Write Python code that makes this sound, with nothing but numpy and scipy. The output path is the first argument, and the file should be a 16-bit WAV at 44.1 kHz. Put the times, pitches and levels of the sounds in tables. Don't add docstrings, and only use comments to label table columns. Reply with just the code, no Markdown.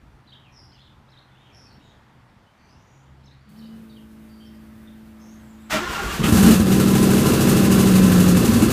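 import sys
import numpy as np
from scipy import signal
from scipy.fft import rfft, irfft, next_fast_len
from scipy.io import wavfile
from scipy.ndimage import uniform_filter1d

SR = 44100
rng = np.random.default_rng(int(sys.argv[2]) if len(sys.argv) > 2 else 0)


def boost(x):
    u = np.asarray(x, float) / 20
    return 10 ** u


def dump(signal):
    limited = np.clip(np.atleast_2d(signal).T, -1, 1)
    pcm = np.round(limited * 32767).astype(np.int16)
    wavfile.write(sys.argv[1], SR, pcm)


N = 384552
T = np.arange(N) / SR

# (time [s], peak level [dB])
POP_EVENTS = [(6.194, -15), (6.24, -10.5), (6.284, -11), (6.324, -3.5), (6.345, -10), (6.37, -5.5),
              (6.428, -3), (6.463, -4), (6.509, -6.5), (6.538, -13), (6.599, -4), (8.444, -9), (8.489, -13),
              (8.543, -12), (8.612, -15), (8.664, -14)]
SONG_LULLS = [
    6.61,
    7.37,
]
LULL_S, LULL_DB = 0.1, -6
DRONE_ORDER = 15


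def engine():
    # (time [s], speed [turns/s])
    rotor_speed = [(6.6, 12.592), (6.7, 12.498), (6.8, 12.92), (7.1, 12.985), (7.3, 13.261), (7.6, 13.0),
                   (7.9, 12.635), (8.1, 12.226), (8.72, 11.655)]
    # (time [s], level [dB])
    effort = [(6.17, -8), (6.226, -9), (6.24, -2), (6.388, 2.5), (6.52, 4), (6.655, -4), (6.69, -1),
              (7.362, 1), (8.72, -0.2)]
    # (start [s], end [s], first pitch [Hz], last pitch [Hz], level [dB])
    pipe_ringing = [(6.188, 6.24, 157, 121, -20.5), (6.232, 6.285, 200, 180, -18.5),
                    (6.27, 6.35, 124, 94, -20.5), (6.34, 6.43, 208, 208, -15.5),
                    (6.43, 6.57, 220, 213, -16), (6.39, 6.52, 435, 436, -24.5),
                    (6.26, 6.37, 289, 307, -24.5), (6.4, 6.56, 298, 312, -22), (6.585, 6.62, 202, 203, -20),
                    (8.42, 8.49, 315, 325, -23), (8.47, 8.515, 235, 185, -17.5),
                    (8.51, 8.59, 225, 250, -18.5), (8.605, 8.645, 213, 214, -15.5),
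                    (8.6, 8.69, 295, 345, -19.5), (8.665, 8.718, 101, 80, -24)]
    speed, effort_db = curve(rotor_speed)[0], curve(effort)[0]
    angle = np.cumsum(speed) / SR
    angle -= angle[round(rotor_speed[0][0] * SR)]

    tuned_db = -10 * np.log10(1 + (2 * (DRONE_ORDER * speed - 185) / 14) ** 2)
    drone_db = -13.1 + 0.17 * effort_db + tuned_db + LULL_DB * bumps(SONG_LULLS, LULL_S)
    firing_db = -21 + 0.7 * effort_db

    running = gate(6.17, 8.95, 0.026)
    exhaust = catching_pops() + ragged_firings(angle, firing_db) * running
    low_cut = signal.butter(2, 62, "high", fs=SR, output="sos")
    exhaust = signal.sosfilt(low_cut, exhaust)
    ringing = streaks(pipe_ringing, 0.095, 0.11, -21)
    note = exhaust_note(angle, drone_db, firing_db)
    return note + exhaust + ringing + clatter_and_hiss(angle, effort_db) * running


def exhaust_note(angle, drone_db, firing_db):
    # (level at high idle [dB], level once it sags [dB])
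    order_levels = [(-48, -55), (-46, -44), (-44, -39), (-40, -42), (-42, -46), (-32, -31.5),
                    (-37.5, -29.5), (-39, -41), (-27, -28.5), (-33, -45), (-32, -32.5), (-36, -35),
                    (-33, -39), (-20, -15), (-41, -35), (-42, -34), (-22.5, -32), (-37, -40), (-44, -26.5),
                    (-44, -34), (-36, -41), (-30.5, -33), (-38, -33.5), (-29.5, -34), (-42, -40),
                    (-40, -35), (-34, -44), (-46, -46), (-31, -35), (-45, -40), (-49, -38.5), (-35.5, -38),
                    (-39, -52), (-46, -39.5), (-46, -41), (-49.5, -49), (-42, -40.5), (-47.5, -51),
                    (-40, -42), (-52, -49), (-50, -44.5), (-51, -37.5), (-50, -44.5), (-45.5, -49),
                    (-50.5, -53), (-52, -53), (-47, -46), (-54, -55), (-58, -46.5)]
    on = T > 6.2
    from_blow = angle - 8 / 15
    long_lulls = bumps(SONG_LULLS, 2 * LULL_S)
    sag = np.clip((T[on] - 7.8) / 0.274, 0, 1)
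    stumble_db = -3 * np.clip((T[on] - 8.43) / 0.05, 0, 1)
    steady = gate(6.62, 8.95, 0.046)[on]

    throb = 1 + 0.35 * long_lulls * np.cos(2 * np.pi * from_blow)
    song = np.cos(2 * np.pi * (DRONE_ORDER * from_blow + 0.05 * drift(25)))
    note = boost(drone_db + 1.2 * drift(30)) * gate(6.31, 8.45, 0.07) * throb * song

    for order, (high_db, sag_db) in enumerate(order_levels, start=2):
        if order == DRONE_ORDER:
            continue
        level_db = firing_db[on] + 22.2 + high_db + sag * (sag_db - high_db) + 1.6 * drift(14)[on]
        if order > 21:
            level_db += stumble_db
        if order == 18:
            level_db += 0.6 * LULL_DB * long_lulls[on]
        spread = 0.3 * rng.standard_normal() + 0.03 * drift(9)[on]
        note[on] += steady * boost(level_db) * np.cos(2 * np.pi * (order * from_blow[on] + spread))
    return np.sqrt(2) * note


def ragged_firings(angle, firing_db):
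    # (frequency [Hz], density [dB per Hz])
    firing_colour = [(15, -52), (25, 3.5), (108, -7.5), (145, -3), (189, -3), (267, -1.5), (308, -12),
                     (354, -15), (401, -37), (474, -23), (600, -15.5), (653, -14), (700, -64), (910, -70),
                     (1540, -120)]
    fired = np.diff(np.floor(5 * angle + 0.25 * drift(60)), prepend=0) > 0
    pulses = fired * rng.standard_normal(N) + 0.019 * rng.standard_normal(N)
    return boost(firing_db - 4) * coloured(echoed(pulses, 0.27, 2.3, 0.0064), firing_colour)


def catching_pops():
    # (frequency [Hz], width [Hz], peak level [dB])
    pipe_modes = [(101, 20, -11), (141, 25, -5), (180, 22, -4.5), (220, 21, -4), (306, 39, -1),
                  (435, 30, -12.5)]
    blows = uniform_filter1d(clicks(POP_EVENTS), size=45)
    return echoed(boost(-6.0) * rung(blows, pipe_modes), 0.22, 0.86, 0.0045)


def clatter_and_hiss(angle, effort_db):
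    # (frequency [Hz], density [dB per Hz])
    clatter_colour = [(240, -27), (400, -1), (489, -14), (526, -8.5), (650, -18), (803, -9), (903, -25),
                      (1040, -15.5), (1360, -10.5), (2120, -16), (2710, -29), (3210, -14.5), (5000, -21),
                      (6500, -51), (11000, -120)]
    # (frequency [Hz], width [Hz], level [dB])
    panel_modes = [(435, 21, -2), (465, 12, -1), (531, 19, -1.5), (610, 28, -9), (798, 13, -2.5),
                   (1034, 23, 7), (1140, 32, 6.5), (1246, 34, 5.5), (1370, 27, 6), (1543, 60, -1),
                   (1755, 280, 16.5), (2658, 44, 8), (2850, 160, 13.5)]
    # (frequency [Hz], density [dB per Hz])
    hiss_colour = [(1760, -8.5), (3000, 0.5), (3210, -9), (4070, -5), (5190, -4), (6580, -1.5),
                   (8170, -2.5), (13400, -5), (15100, -9)]
    # (time [s], peak level [dB])
    blowdowns = [(6.6712, -25), (6.7174, -15), (6.7994, -12.5), (6.8744, -21), (6.9514, -14),
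                 (7.0274, -13.5), (7.1044, -17), (7.1794, -15.5), (7.2594, -16.5), (7.3344, -15),
                 (7.4084, -13), (7.4844, -15), (7.5624, -18), (7.6394, -21.5), (7.7144, -14.5),
                 (7.7894, -15.5), (7.873, -15), (7.9534, -13.5), (8.0324, -19), (8.1174, -15.5),
                 (8.1973, -15), (8.2794, -14.5), (8.3674, -14), (8.45, -14), (8.5345, -16), (8.6214, -14),
                 (8.7014, -16)]
    misses = [
        7.69,
        8.015,
        8.34,
        8.683,
    ]
    sparks = np.minimum(rng.exponential(1, N), 4)
    struck = rng.random(N) < 1200 / SR
    grit = rng.standard_normal(N) * (1 + 0.5 * boost(3.1 * sparks) * struck)

    hard = signal.lfilter([1], [1, -np.exp(-1 / (0.015 * SR))], (boost(14.5) * clicks(blowdowns)) ** 2)
    miss_db = -3.5 * bumps(misses, 0.015)

    clatter = coloured(grit, clatter_colour) + 0.62 * evened(rung(grit, panel_modes))
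    clatter *= boost(-28.5 + 0.99 * effort_db + 0.57 * miss_db)
    clatter *= puffing(angle, column=2, decay=0.051, floor=0.47, hard=0.26 * hard)

    hiss = boost(-28.5 + 1.35 * effort_db + miss_db) * coloured(grit[::-1], hiss_colour)
    hiss *= puffing(angle + 0.015, column=1, decay=0.25, floor=0.27, hard=hard)
    return clatter + hiss


def puffing(angle, column, decay, floor, hard):
    # (angle [turns], hiss level [dB], clatter level [dB])
    puffs = [
        (.5, -12, -3),
        (.59, -2, -1),
        (.87, -6, -2),
        (.03, -9, -3),
        (.3, -7, 0),
    ]
    power = floor + hard
    for row in puffs:
        turns = angle - row[0]
        luck_db = 2.1 * rng.standard_normal(200)[np.floor(turns).astype(int) % 200]
        power = power + boost(2 * (row[column] + luck_db)) * np.exp(-(turns % 1) / decay)
    pop_power = signal.lfilter([1], [1, -np.exp(-1 / (0.035 * SR))], clicks(POP_EVENTS))
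    power = uniform_filter1d(np.where(T < 6.66, floor * 0.43 + pop_power, power), 90)
    return np.sqrt(power / uniform_filter1d(power, 12000))


def starter():
    # (time [s], level [dB])
    slams = [
        (5.713, -42),
        (5.73, -17),
        (5.746, -14),
        (5.76, -16),
        (5.786, -17),
    ]
    # (frequency [Hz], width [Hz], level [dB])
    bell_modes = [(213.4, 5.5, -6), (297, 32, -0.5), (627, 34, -2), (810, 26, -9), (1430, 90, -20),
                  (2340, 69, -4)]
    # (time [s], level [dB])
    grind_level = [(5.697, -37), (5.711, -23.5), (5.74, -20.5), (5.81, -27.5), (6.17, -29), (6.3, -27.5)]
    # (frequency [Hz], density [dB per Hz])
    grind_colour = [(240, -36), (400, -11.5), (568, -8.5), (772, -4), (1360, -0.5), (2370, -8.5),
                    (2780, -7), (4130, -14), (6000, -17), (7800, -23), (13200, -120)]
    # (frequency [Hz], density [dB per Hz])
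    thump_colour = [(18, -33), (30, -2), (53, 5), (107, -7), (167, -2), (253, -12.5), (390, -5.5),
                    (500, -17), (650, -44), (1100, -120)]
    compressions = [
        5.875,
        6.06,
        6.22,
    ]
    vents = [
        5.93,
        6.055,
        6.155,
        6.29,
    ]
    engaged_s = slams[0][0]
    squeeze = bumps(compressions, 0.047)
    turning = np.clip((T - engaged_s) / 0.5, 0, 1)
    grind_db = curve(grind_level)[0] - 2.5 * squeeze
    thump_db = -49 + 14.5 * np.sqrt(turning) + 6 * squeeze
    venting = sum(bumps([s], 0.053) * (1 + 0.25 * k) for k, s in enumerate(vents))
    top_db = -19.4 + 8.5 * venting + 8 * bumps([engaged_s], 0.089)

    bites = np.minimum(rng.exponential(1, N), 3)
    meshed = rng.random(N) < 1500 / SR
    teeth = rng.standard_normal(N) * (1 + boost(2.0 * bites) * meshed)
    top = coloured(teeth, [(3000, -6), (5000, -9.0), (8500, -4.0), (10000, -7.0), (15500, -8.5)])
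    thump = boost(thump_db + 1.8 * drift(30)) * coloured(teeth, thump_colour)
    grind = boost(grind_db) * (boost(-3) * coloured(teeth, grind_colour) + boost(top_db) * top)
    slam = boost(-6.5) * rung(clicks(slams), bell_modes)
    return (grind + thump) * gate(5.695, 6.3, 0.005) + gear_whine() + slam


def gear_whine():
    # (start [s], end [s], first pitch [Hz], last pitch [Hz], level [dB])
    mesh_lines = [(5.72, 5.81, 1432, 1328, -30.5), (5.8, 5.91, 1380, 1440, -35),
                  (5.81, 5.89, 1033, 1065, -37.5), (5.82, 5.88, 1680, 1850, -36.5),
                  (5.895, 5.955, 960, 985, -37), (5.94, 6, 1400, 1380, -33), (5.99, 6.045, 1480, 1560, -34),
                  (5.96, 6.03, 803, 805, -36), (5.97, 6.03, 1115, 1220, -38), (5.94, 5.98, 2770, 2690, -38),
                  (6.07, 6.17, 1220, 1150, -35), (6.08, 6.12, 1686, 1650, -33.5),
                  (6.08, 6.14, 2800, 2780, -38.5), (5.72, 5.8, 640, 605, -31.5),
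                  (5.78, 5.86, 344, 363, -33.5), (5.99, 6.04, 394, 384, -38), (5.715, 5.75, 1054, 950, -30),
                  (5.7, 5.76, 1900, 1870, -35), (5.705, 5.74, 2310, 2280, -33),
                  (5.71, 5.77, 2800, 2780, -37), (5.725, 5.76, 3480, 3450, -35),
                  (6.12, 6.16, 2460, 2430, -43), (6.22, 6.26, 1250, 1230, -34)]
    case_rings = [
        (5.72, 6.22, 1380, 1430, -37),
        (5.74, 6.2, 995, 1180, -40),
    ]
    release = [
        (6.225, 6.28, 2980, 2650, -28),
    ]
    mesh = streaks(mesh_lines, 0.016, 0.12, -11)
    case = streaks(case_rings, 0.063, 0.11, -23)
    return mesh + case + streaks(release, 0.34, 0.1, -19)


def fuel_pump():
    # (time [s], pitch of its fourth order [Hz], level [dB])
    spin = [(3.46, 211.5, -51), (3.55, 211.1, -49), (3.59, 222.3, -42), (3.72, 222.5, -39.5),
            (3.84, 222.4, -42.5), (3.92, 219.1, -46), (5.68, 219.2, -45)]
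    # (order [per turn], level [dB])
    shaft_orders = [(5, -62), (6, -58), (7, -72.5), (8, -62), (9, -74), (11, -68), (15, -80), (16, -79),
                    (18, -80), (28, -78)]
    # (frequency [Hz], density [dB per Hz])
    brush_colour = [(2000, 1), (4000, -3), (6500, -5.5), (9000, -2), (15000, -1)]
    hz, db = curve(spin)
    shaft = np.cumsum(hz) / SR / 4
    settled = np.clip((T - 3.5) / 0.42, 0, 1)
    tone = boost(db) * np.sin(2 * np.pi * 4 * shaft)
    for order, order_db in shaft_orders:
        level_db = order_db + 0.5 * drift(7.3)
        if order == 8:
            level_db = level_db - 13 * np.clip((T - 3.9) / 0.69, 0, 1)
        tone += settled * boost(level_db) * np.sin(2 * np.pi * (order * shaft + rng.random()))
    hiss = boost(-64 + 1.0 * drift(14)) * coloured(rng.standard_normal(N), [(500, -38)] + brush_colour)
    return np.sqrt(2) * tone * gate(3.455, 6.2, 0.018) + hiss * gate(3.485, 6.2, 0.0077)


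def birds():
    # (start [s], end [s], first pitch [Hz], last pitch [Hz], level [dB])
    buzzes = [(.5, .63, 5500, 5400, -64), (.56, .68, 5000, 5000, -61), (1.78, 1.96, 3800, 3700, -66),
              (1.36, 1.61, 3300, 3100, -67), (0.72, .94, 3300, 3600, -65), (3.4, 3.78, 4500, 4300, -72),
              (1.64, 1.76, 4900, 4100, -63.5), (1.51, 1.707, 5450, 5350, -57), (1.8, 1.95, 6900, 6600, -75),
              (2.55, 2.74, 4400, 4600, -71.5), (2.66, 2.8, 4600, 5600, -68), (2.75, 3.1, 6800, 6500, -76),
              (2.5, 3.12, 6000, 5840, -75), (3.39, 3.49, 4580, 4570, -74), (3.59, 3.5, 4600, 4200, -72),
              (4.44, 4.499, 5400, 5300, -67), (5.17, 5.42, 6200, 6600, -64), (5.17, 5.35, 5200, 5800, -67),
              (5.48, 5.62, 6900, 6800, -73), (5.38, 5.58, 8300, 6700, -68), (5.58, 5.72, 7900, 7600, -67)]
    # (start [s], end [s], first pitch [Hz], last pitch [Hz], level [dB])
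    far_calls = [(.26, .32, 4650, 4500, -67), (.5, .7, 5620, 5500, -63.5), (.555, .61, 5200, 5250, -56),
                 (.62, .73, 5150, 5250, -62), (1.29, 1.4, 3430, 3550, -69), (1.39, 1.47, 3580, 3750, -67),
                 (2.43, 2.53, 2900, 3150, -72), (2.48, 2.7, 2305, 2380, -72), (2.68, 2.82, 2400, 2970, -74),
                 (2.86, 3.11, 6700, 7300, -77), (3.57, 3.6, 5330, 5420, -65), (1.64, 1.8, 5540, 5400, -72),
                 (1.12, 1.17, 3950, 3950, -66), (1.2, 1.27, 3980, 4050, -69),
                 (1.715, 1.745, 14300, 14300, -78), (1.53, 1.65, 11000, 11000, -80),
                 (3.59, 3.66, 4620, 4520, -70)]
    # (start [s], length [s], first pitch [Hz], last pitch [Hz], level [dB])
    strokes = [(.257, 0.017, 2700, 4150, -71), (.272, 0.028, 4180, 3670, -59), (.3, 0.011, 3700, 4040, -59),
               (.305, .017, 3620, 2900, -67), (.32, 0.025, 2980, 3800, -51), (.337, 0.017, 3770, 2850, -52),
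               (.355, 0.014, 2850, 3300, -53), (.716, .024, 3880, 5500, -60), (.74, 0.041, 5550, 3710, -65),
               (.72, 0.055, 3200, 2700, -66), (.78, 0.033, 2600, 3500, -62), (.812, .04, 3530, 4130, -65),
               (.85, .036, 4100, 2900, -62), (1.075, .027, 3000, 4800, -65), (1.1, .014, 4990, 5600, -68),
               (.735, .014, 6000, 6300, -71), (1.114, 0.035, 4500, 3000, -62),
               (1.164, 0.016, 2880, 3780, -61), (1.172, 0.026, 3600, 4330, -57),
               (1.2, .018, 4100, 3000, -64), (1.495, 0.026, 2790, 2300, -64), (3.195, .03, 3200, 3400, -73),
               (1.27, 0.033, 3700, 2800, -71), (1.35, 0.044, 2600, 3500, -67),
               (1.74, 0.04, 2600, 3780, -69), (1.8, 0.039, 2500, 3400, -68), (3.225, .025, 3450, 4600, -71),
               (3.24, 0.018, 5200, 5400, -65), (3.258, .012, 6200, 5000, -61),
               (3.265, .027, 4300, 3500, -62), (3.308, 0.035, 3470, 4600, -63),
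               (3.558, .024, 3600, 5600, -67), (3.59, .026, 4650, 3600, -59),
               (3.623, .014, 3700, 4000, -62), (3.638, 0.035, 3500, 5200, -61),
               (3.67, 0.017, 5230, 3500, -67), (3.928, .013, 4500, 3600, -64),
               (3.95, 0.017, 3100, 3500, -61)]
    # (start [s], length [s], first pitch [Hz], last pitch [Hz], level [dB])
    slides = [(0.43, 0.076, 3400, 2260, -58), (1.454, 0.041, 3400, 2700, -60), (1.65, .04, 2550, 2500, -64),
              (3.55, .06, 3050, 3050, -71), (3.605, 0.15, 3050, 2950, -62), (1.905, .03, 3200, 3500, -64),
              (.8, .03, 3900, 4300, -60), (1.49, .04, 2400, 2400, -70), (3.89, 0.058, 4550, 4500, -64),
              (4.279, 0.22, 4670, 4580, -64), (4.393, 0.12, 3150, 3110, -59),
              (3.895, 0.042, 4100, 3550, -59), (3.962, 0.037, 3450, 2700, -56.5),
              (4.54, 0.046, 4800, 4730, -68), (4.872, .022, 3680, 3600, -57)]
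    out = streaks(buzzes, 0.09, 0.6, -22) + streaks(far_calls, 0.037, 0.4, -30)
    for rows, haste, fade_db in [(strokes, 1, 0), (slides, 0.65, -6.5)]:
        for start, length, first, last, db in rows:
            u = np.arange(0, 1, 1 / (length * SR))
            path_hz = first + (last - first) * u ** haste
            out[round(start * SR):][:len(u)] += whistle(path_hz, db + fade_db * u)
    return echoed(out, 0.36, -3.5, 0.012)


def whistle(path_hz, db):
    noises = rng.standard_normal((2, 14000))
    waver, flutter = (evened(uniform_filter1d(w, size=110))[:len(db)] for w in noises)
    phase = 2 * np.pi * np.cumsum(path_hz * (1 + 0.022 * waver)) / SR
    tone = np.sqrt(2) * np.sin(phase) * boost(db)
    return tone * (1 + 0.4 * flutter) * signal.windows.tukey(len(db), 0.3)


def air():
    # (frequency [Hz], density [dB per Hz])
    air_colour = [(15, -43), (25, -8.5), (135, -2), (163, -9), (197, -5), (355, -14), (440, -18),
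                  (1250, -17.5), (1920, -21), (2380, -25.5), (3750, -30), (6950, -41), (15100, -51)]
    # (time [s], level [dB])
    air_level = [(0, -66.5), (1.2, -65), (1.7, -63), (2.4, -65.5), (3.9, -65), (5.7, -61)]
    # (start [s], end [s], frequency [Hz], level [dB])
    hums = [
        (0, 2.3, 130.7, -59.5),
        (2.95, 4.1, 135, -55.5),
        (3.05, 5.75, 69.4, -56),
        (3.5, 3.9, 168, -56),
    ]
    # (start [s], end [s], frequency [Hz], level [dB])
    rumbles = [(0, .25, 55.6, -53), (.4, 1.1, 65, -66), (3.5, 3.9, 167, -51), (3.72, 3.88, 332, -57.5),
               (3.9, 5.7, 145, -59.5), (0, 3.4, 870, -66)]
    z = signal.stft(coloured(rng.standard_normal(N), air_colour), SR, nperseg=1024)[2]
    patches = uniform_filter1d(rng.standard_normal(z.shape), 14, 0)
    patches = evened(uniform_filter1d(patches, 10, 1))
    wash = signal.istft(z * boost(1.3 * patches), SR, nperseg=1024)[1][:N]
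    out = boost(curve(air_level)[0] + 10.5) * wash

    bands = [(*row, 2.6) for row in hums]
    bands += [(*row, 0.26 * row[2]) for row in rumbles]
    for start, end, hz, db, width in bands:
        on = (T > start - 0.1) & (T < end)
        fuzz = evened(resonate(rng.standard_normal(N)[on], hz, width))
        core = 8 / width * np.sin(2 * np.pi * hz * T[on])
        out[on] += boost(db) * gate(start - 0.05, end, 0.072)[on] * evened(core + fuzz)
    return out


def streaks(rows, share, throb, overtone_db):
    out = np.zeros(N)
    for start, end, first, last, db in rows:
        t = np.arange(start, end, 1 / SR)
        hz, width = np.linspace(first, last, len(t)), share * first
        rasp = rng.standard_normal(SR)[:len(t)] * (1 + throb * np.sin(2 * np.pi * 130 * t))
        buzz = evened(resonate(resonate(rasp, hz, width), hz, width))
        buzz += boost(overtone_db) * (buzz ** 2 - 1)
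        out[round(start * SR):][:len(t)] += boost(db) * buzz * signal.windows.tukey(len(t), 0.6)
    return out


def resonate(x, hz, width):
    turn = np.exp(2j * np.pi * np.cumsum(hz * np.ones(len(x))) / SR)
    r = np.exp(-np.pi * width / SR)
    return 2 * (turn * signal.lfilter([1 - r], [1, -r], x / turn)).real


def rung(x, modes):
    t = T[:6000]
    ring = np.zeros(len(t))
    for hz, width, db in modes:
        ring += boost(db) * np.exp(-np.pi * width * t) * np.sin(2 * np.pi * hz * t)
    return signal.oaconvolve(x, ring)[:N]


def echoed(x, t60, wet_db, gap):
    t = T[:SR // 2]
    taps = rng.choice([-1., 1.], len(t)) * (rng.random(len(t)) < 0.05)
    taps = taps * boost(-60 * t / t60) * (t > gap)
    return x + boost(wet_db) * signal.oaconvolve(x, taps / np.linalg.norm(taps))[:N]


def coloured(x, points):
    f, db = np.transpose(points)
    n = next_fast_len(len(x))
    hz = np.fft.rfftfreq(n, 1 / SR)
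    gain = boost(np.interp(np.log(hz + 1), np.log(f), db))
    return evened(irfft(rfft(x, n) * gain, n)[:len(x)])


def drift(hz):
    slow = T[::128]
    waves = sum(np.sin(2 * np.pi * (f * slow + rng.random())) for f in hz * np.geomspace(0.1, 1, num=12))
    return evened(waves).repeat(128)[:N]


def clicks(rows):
    x = np.zeros(N)
    for s, db in rows:
        x[round(s * SR)] = boost(db)
    return x


def bumps(times, width):
    return sum(np.exp(-((T - s) / width) ** 2) for s in times)


def gate(start, end, fade):
    return np.clip((T - start) / fade, 0, 1) * np.clip((end - T) / fade, 0, 1)


def curve(rows):
    s, *columns = np.transpose(rows)
    return [np.interp(T, s, c) for c in columns]


def evened(x):
    return x / np.sqrt(np.mean(x ** 2) + 1e-20)


def scene():
    return (engine() + starter() + fuel_pump() + birds() + air())[None]


def top_cut(x):
    return signal.sosfilt(signal.butter(12, 15280, fs=SR, output="sos"), x)


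def record(dry):
    cut = signal.sosfilt(signal.butter(2, 30, "high", fs=SR, output="sos"), dry)
    over = np.maximum(abs(cut) - 0.45, 0)
    held = cut - np.sign(cut) * (over - 0.27 * np.tanh(over / 0.27))
    edge = signal.firwin(511, 15400, window=("kaiser", 9), fs=SR)
    mix = signal.oaconvolve(held, edge[None], "same")
    return top_cut(mix)


dry = scene()
out = record(dry)
dump(out)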